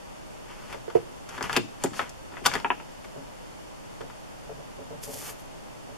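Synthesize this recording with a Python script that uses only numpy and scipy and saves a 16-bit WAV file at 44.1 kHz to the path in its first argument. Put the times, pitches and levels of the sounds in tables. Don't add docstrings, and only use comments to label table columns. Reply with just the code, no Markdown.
import sys
import numpy as np
from scipy import signal
from scipy.fft import rfft, irfft, next_fast_len
from scipy.io import wavfile

SR = 44100
rng = np.random.default_rng(int(sys.argv[2]) if len(sys.argv) > 2 else 0)


def master_out(mix):
    frames = np.transpose(np.atleast_2d(mix))
    ceiling = np.clip(frames, -1, 1)
    pcm = np.round(ceiling * 32767).astype(np.int16)
    wavfile.write(sys.argv[1], SR, pcm)


N = 263277
TIME = np.arange(N) / SR
HIT_TIME = TIME[:SR // 4]


def from_db(db):
    return 10 ** (np.asarray(db) / 20)


def rms_one(x):
    return x / np.sqrt(np.mean(x ** 2) + 1e-20)


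def at_level(sound, db, length_s):
    return from_db(db) * sound / np.sqrt(np.sum(sound ** 2) / (2 * length_s * SR))


def at_hz(points, hz):
    row_hz, value = np.transpose(points)
    return np.interp(np.log(np.maximum(hz, 1)), np.log(row_hz), value)


def coloured(noise, tone):
    size = next_fast_len(N)
    gains = from_db(at_hz(tone, np.fft.rfftfreq(size, 1 / SR)))
    return rms_one(irfft(rfft(noise, size) * gains, size)[..., :N])


def band(x, low_hz, high_hz, order=2):
    sos = signal.butter(order, [low_hz, min(high_hz, .45 * SR)], "band", fs=SR, output="sos")
    return signal.sosfilt(sos, x + 1e-18)


def pan(left_db):
    return rms_one(from_db(np.array([[left_db], [-left_db]]) / 2))


def placed(x, left_db, left_lead_ms):
    size = next_fast_len(N + 256)
    delay_s = np.array([[-.5], [.5]]) * left_lead_ms / 1000
    shift = np.exp(-2j * np.pi * np.fft.rfftfreq(size, 1 / SR) * delay_s)
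    return pan(left_db) * irfft(rfft(x, size) * shift, size)[:, :N]


def dying(fade_s):
    return np.exp(-np.log(1000) * HIT_TIME / fade_s)


def add(out, start_s, sound):
    start = int(round(start_s * SR))
    out[:, start:start + sound.shape[-1]] += sound[..., :N - start]


def resonate(x, notes):
    out = 0
    for hz, width_hz, db in notes:
        decay = np.exp(-np.pi * width_hz / SR)
        feedback = [1, -2 * decay * np.cos(2 * np.pi * hz / SR), decay ** 2]
        ring = signal.lfilter([1, 0, -1], feedback, x + 1e-18)
        out = out + from_db(db) * (1 - decay ** 2) / 2 * ring
    return out


def contact(scatter_db, fade_s, stereo):
    spray = rng.standard_normal((3, len(HIT_TIME))) ** 3 * dying(fade_s) * (HIT_TIME > .0006)
    spray = spray[0] + stereo * spray[1:]
    pulse = from_db(scatter_db) * spray / np.sqrt(np.sum(spray ** 2) / 2)
    pulse[:, 0] += 1
    return pulse


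def friction(per_s, uneven_db, stereo):
    happens = rng.random((3, N)) < per_s / SR
    direction = rng.choice([-1, 1], (3, N))
    size = from_db(uneven_db * np.minimum(rng.exponential(1, (3, N)), 4))
    catches = happens * direction * size
    return catches[0] + stereo * catches[1:]


def struck(blows, notes, low_hz, knock_db, knock_hz):
    out = np.zeros((2, N))
    ring = sum((-1) ** k * from_db(db) * np.cos(2 * np.pi * hz * HIT_TIME) * dying(fade_s)
               for k, (hz, db, fade_s) in enumerate(notes))
    for start_s, db, contact_ms in blows:
        push = np.sin(np.pi * np.minimum(HIT_TIME * 1000 / contact_ms, 1)) ** 2
        pulse = contact(scatter_db=6.0, fade_s=0.078, stereo=1.0)
        knock = at_level(band(pulse, knock_hz / 2, knock_hz * 2), knock_db, length_s=0.0014)
        blow = signal.fftconvolve(ring + knock, [push / push.sum()])[:, :len(HIT_TIME)]
        add(out, start_s, from_db(db) * blow)
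    return band(out, low_hz, 7100)


# pitch in Hz, relative level in dB.
RUSH_ALIKE = [(15, -5), (25, 3), (81, -7), (112, -3), (186, -7.5), (250, -6.5), (438, -10), (488, -5.5),
              (621, -3.5), (709, -8), (800, -5), (930, -5.5), (1080, -9.5), (1630, -14), (2300, -17),
              (2900, -15), (3500, -19.5), (7280, -21.5), (12100, -29), (15000, -41.5)]
RUSH_OPPOSITE = [(15, -56), (25, -10), (49, -6), (125, -3.5), (213, -2), (243, -4), (394, -5.5), (790, -9),
                 (927, -11.5), (1460, -18), (3440, -24.5), (3930, -27.5), (6720, -28.5), (13100, -37),
                 (15000, -51)]

def room_noise():
    alike = from_db(-49) * coloured(rng.standard_normal(N), RUSH_ALIKE)
    opposite = from_db(-43.5) * coloured(rng.standard_normal(N), RUSH_OPPOSITE)
    return np.array([alike + opposite, alike - opposite])


# pitch in Hz, fade in seconds before it is held to 0.08-0.4.
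ECHO_FADES = [(150, 0.38), (1000, -0.18), (5000, 0.54), (13000, -0.1)]
# pitch in Hz, level in dB.
ECHO_LEVELS = [(150, 2), (1000, -4.5), (5000, -14), (14000, -12)]

def room_echo(x, build_s=0.0039):
    edges = np.geomspace(70, 18000, num=9)
    tail = 0
    for low, high in zip(edges, edges[1:]):
        hz = np.sqrt(low * high)
        fade_s = np.clip(at_hz(ECHO_FADES, hz), .08, .4)
        shape = dying(fade_s) * (1 - np.exp(-HIT_TIME / build_s))
        noise = band(rng.standard_normal((2, len(HIT_TIME))), low, high)
        tail = tail + from_db(at_hz(ECHO_LEVELS, hz)) * noise * shape / np.sqrt(np.sum(shape ** 2))
    return signal.fftconvolve(x, tail, axes=1)[:, :N]


# time in seconds, relative level in dB.
HAND_PRESSURE = [(5.0, -79), (5.036, -39.5), (5.07, -50.5), (5.132, -45.5), (5.14, -39.5), (5.156, -46),
                 (5.302, -43), (5.364, -68), (5.398, -57), (5.44, -73), (5.46, -64)]
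# pitch in Hz, relative level in dB.
PAPER_TONE = [(250, -12), (550, 2), (850, -16), (1400, -6), (2500, -3.5), (4000, -1.5), (7000, 3),
              (9500, 0.5), (12500, 2.5), (16000, -23)]

def hand_brush():
    times, db = np.transpose(HAND_PRESSURE)
    touching = (TIME > times[0]) * (TIME < times[-1])
    loudness = from_db(2.5 + np.interp(TIME, times, db)) * touching
    grains = coloured(friction(per_s=5400, uneven_db=3.5, stereo=0.63), PAPER_TONE)
    return pan(left_db=-0.27) * loudness * grains


# start in seconds, level in dB.
DAB_HITS = [(.745, -44.5), (3.161, -42), (4.009, -45.5), (4.494, -41), (4.581, -46.5), (4.79, -43),
            (4.906, -40.5), (5.076, -42), (5.135, -43.5), (5.889, -48)]
# pitch in Hz, width in Hz, relative level in dB.
DAB_NOTES = [(123, 67, 7), (270, 20, 9.5), (453, 79, 7), (560, 52, 12.5), (740, 110, -32)]

def soft_dabs(settle_s=0.02, settle_db=-3.5):
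    out = np.zeros((2, N))
    for start_s, db in DAB_HITS:
        for late_s, softer_db in [(0, 0), (settle_s, settle_db)]:
            ring = resonate(contact(scatter_db=9.0, fade_s=0.087, stereo=2.0), DAB_NOTES)
            add(out, start_s + late_s, at_level(band(ring, 85, 1070), db + softer_db, length_s=0.022))
    return out


# fastest moment in seconds, build-up in seconds,
# rasp level in dB, hiss compared with rasp in dB.
SLIDE_MOVES = [(.51, 0.059, -47, -11), (.66, 0.16, -50.5, -7), (0.731, 0.061, -41, -10),
               (0.956, .012, -41.5, -10), (1.37, 0.11, -42.5, -8.5), (1.446, 0.031, -33, -10),
               (1.548, 0.07, -33.5, -10), (1.85, 0.059, -42, -4.5), (1.99, 0.069, -39, -2),
               (2.028, 0.024, -41, -28), (2.383, 0.073, -47, -16), (2.463, 0.026, -30, -7.5),
               (2.555, 0.055, -33.5, -11), (5.292, 0.14, -43.5, -12)]
# pitch in Hz, relative level in dB.
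RASP_TONE = [(100, 3), (300, -2), (550, -1), (1000, 6.5), (1500, 3), (2000, 1), (2600, 1.5), (3400, -3),
             (4500, -53.5)]
HISS_TONE = [(2500, -9.5), (4500, 4), (7000, 1), (10000, -5), (13000, -9), (16000, -56)]

def slides(slowing_s=0.029):
    rasp = coloured(friction(per_s=2500, uneven_db=4.0, stereo=0.56), RASP_TONE)
    hiss = coloured(friction(per_s=4100, uneven_db=-2.5, stereo=1.0), HISS_TONE)
    out = np.zeros((2, N))
    for peak_s, build_s, rasp_db, hiss_db in SLIDE_MOVES:
        rise = np.interp(TIME, [peak_s - build_s, peak_s], [0, 1])
        fall = np.exp(-np.maximum(TIME - peak_s, 0) / slowing_s)
        out += from_db(rasp_db) * rise * fall * (rasp + from_db(hiss_db) * hiss)
    return pan(left_db=3) * out


# start in seconds, strength in dB, contact in milliseconds.
HOLLOW_HITS = [(.743, -36, 0.23), (.8795, -27.5, 0.3), (.9522, -8, 1), (.9865, -45, 0.31),
               (4.007, -32, 0.28)]
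# pitch in Hz, relative level in dB, fade in seconds.
HOLLOW_NOTES = [(102, -25.5, 0.14), (165.5, -27, 0.24), (351, -4.5, 0.09), (460, 1.5, 0.077),
                (684, -5.5, .07), (744, -12.5, 0.054), (935, -18, 0.059)]

def hollow_bumps():
    bumps = struck(HOLLOW_HITS, HOLLOW_NOTES, low_hz=80, knock_db=-10, knock_hz=940)
    return placed(bumps, left_db=-7.5, left_lead_ms=-.85)


# start in seconds, strength in dB, contact in milliseconds.
DESK_HITS = [(1.380, -35, 2.2), (1.409, -31, 0.32), (1.5665, -16.5, 1.55), (1.583, -23.5, 1.9),
             (1.8412, -18.5, 0.71), (2.321, -42, 0.62), (2.415, -37.5, 1.4), (2.461, -32, 2.3),
             (2.553, -29, 1.2)]
# pitch in Hz, relative level in dB, fade in seconds.
DESK_NOTES = [(104, -19.5, 0.12), (169, -13.5, 0.072), (213, -11.5, 0.14), (279.5, 0.5, 0.047),
              (348, -1.5, 0.053), (400, -5.5, 0.078), (482, -18, 0.1), (536, -32, 0.055), (800, -7.5, 0.11)]

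def desk_thumps():
    return struck(DESK_HITS, DESK_NOTES, low_hz=60, knock_db=3.5, knock_hz=700)


# start in seconds, level in dB.
STAMP_HITS = [(2.6462, -16), (2.7031, -13.5), (2.8, -35)]
# pitch in Hz, width in Hz, relative level in dB.
STAMP_NOTES = [(368, 140, 6), (620, 220, -4.5), (923, 216, 14), (1330, 110, 8.5), (1670, 260, 1),
               (2430, 390, 5)]

def stamp_taps():
    out = np.zeros((2, N))
    for start_s, db in STAMP_HITS:
        ring = resonate(contact(scatter_db=-0.5, fade_s=0.078, stereo=0.61), STAMP_NOTES)
        add(out, start_s, at_level(band(ring, 198, 3050, order=8), db, length_s=0.0029))
    return placed(out, left_db=2.4, left_lead_ms=0.044)


def chatter(bounce_db, gap_s=0.0036):
    out = np.zeros((2, len(HIT_TIME)))
    for k in range(3):
        lag = int(k * gap_s * rng.uniform(.85, 1.15) * SR)
        pulse = contact(scatter_db=1.0, fade_s=0.042, stereo=1.0)
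        out[:, lag:] += from_db(k * min(bounce_db, 0)) * pulse[:, :len(HIT_TIME) - lag]
    return out


# start in seconds, clack level in dB, hardness (tick compared with
# clack) in dB, change per bounce in dB (0 at most), the hit's own pitch in Hz.
BLOCK_HITS = [ (.727, -35, -7, -7, 2400), (.743, -39, -27, -9, 800), (.8795, -50, -24, -11, 790),
              (.900, -36.5, -14, -3, 870), (1.2906, -39, -1, -5, 5770), (1.379, -30, -15, -5, 1320),
              (1.409, -26, -19, -9, 1490), (1.427, -30, -1, -22, 5300), (1.496, -23, -18, -12, 1470),
              (1.5294, -28.5, -1, -28, 2560), (1.557, -23.5, -23, -4, 2680),
              (1.5649, -14.5, -4.5, -4.5, 2640), (1.838, -30.5, 10, -18, 7550), (1.86, -34, -9, -12, 1700),
              (1.934, -35.5, -12, -5, 1300), (1.9931, -17.5, -28, -3, 1120), (2.014, -28.5, -17, -5, 1750),
              (2.094, -57, 17, -10, 5860), (2.321, -45, -14, -18, 900), (2.339, -42, -23, -12, 895),
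              (2.3695, -33.5, -30, -12, 1860), (2.454, -20, -7, -1, 3400), (2.460, -14.5, -1, -3, 1040),
              (2.4637, -21.5, 5, -18, 5200), (2.5153, -29, -18, -13, 1470), (2.538, -24, -6, -9, 4630),
              (2.5534, -22, -12, -9.5, 1710), (2.600, -36, -8, -19, 4500), (3.043, -41.5, -7, 0, 2220),
              (4.008, -37.5, -14, 2, 910), (4.1, -41, -30, -20, 1200), (5.037, -55.5, 19, -3, 6200)]
# pitch in Hz, width in Hz, relative level in dB.
BLOCK_NOTES = [(630, 120, -9), (1080, 250, 6), (1230, 95, 1), (1380, 230, 12), (1690, 390, 6),
               (2370, 48, -9), (2670, 400, -5.5), (3150, 260, 10), (3460, 290, 14), (4550, 490, 8),
               (7100, 340, 6)]
# bottom in Hz, top in Hz, left over right in dB.
BLOCK_RANGES = [(268, 816, 3), (930, 2680, 5), (4200, 13600, 3)]

def block_clacks(own_width=0.27, own_db=16.0):
    out = np.zeros((2, N))
    for start_s, clack_db, hardness_db, bounce_db, own_hz in BLOCK_HITS:
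        pulse = chatter(bounce_db)
        hit = pulse + resonate(pulse, BLOCK_NOTES + [(own_hz, own_width * own_hz, own_db)])
        knock_db = clack_db - 9 - 0.034 * hardness_db
        tick_db = clack_db + hardness_db
        for (low_hz, high_hz, left_db), db in zip(BLOCK_RANGES, [knock_db, clack_db, tick_db]):
            part = at_level(band(hit, low_hz, high_hz, order=3), db, length_s=0.0032)
            add(out, start_s, pan(left_db) * part)
    return placed(out, left_db=0, left_lead_ms=0.028)


def scene():
    handling = block_clacks() + stamp_taps() + desk_thumps() + soft_dabs() + slides() + hand_brush()
    bumps = hollow_bumps()
    return handling + bumps + room_echo(handling + .5 * bumps) + room_noise()


# pitch in Hz, width in Hz.
TREBLE_DIPS = [(3970, 237), (7950, 250)]

def record(dry, top_hz=14800):
    for hz, width_hz in TREBLE_DIPS:
        dry = signal.lfilter(*signal.iirnotch(hz, hz / width_hz, fs=SR), dry)
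    top_cut = signal.ellip(10, .1, 80, top_hz, fs=SR, output="sos")
    return signal.sosfilt(top_cut, np.clip(dry, -1, 1))


dry = scene()
out = record(dry)
master_out(out)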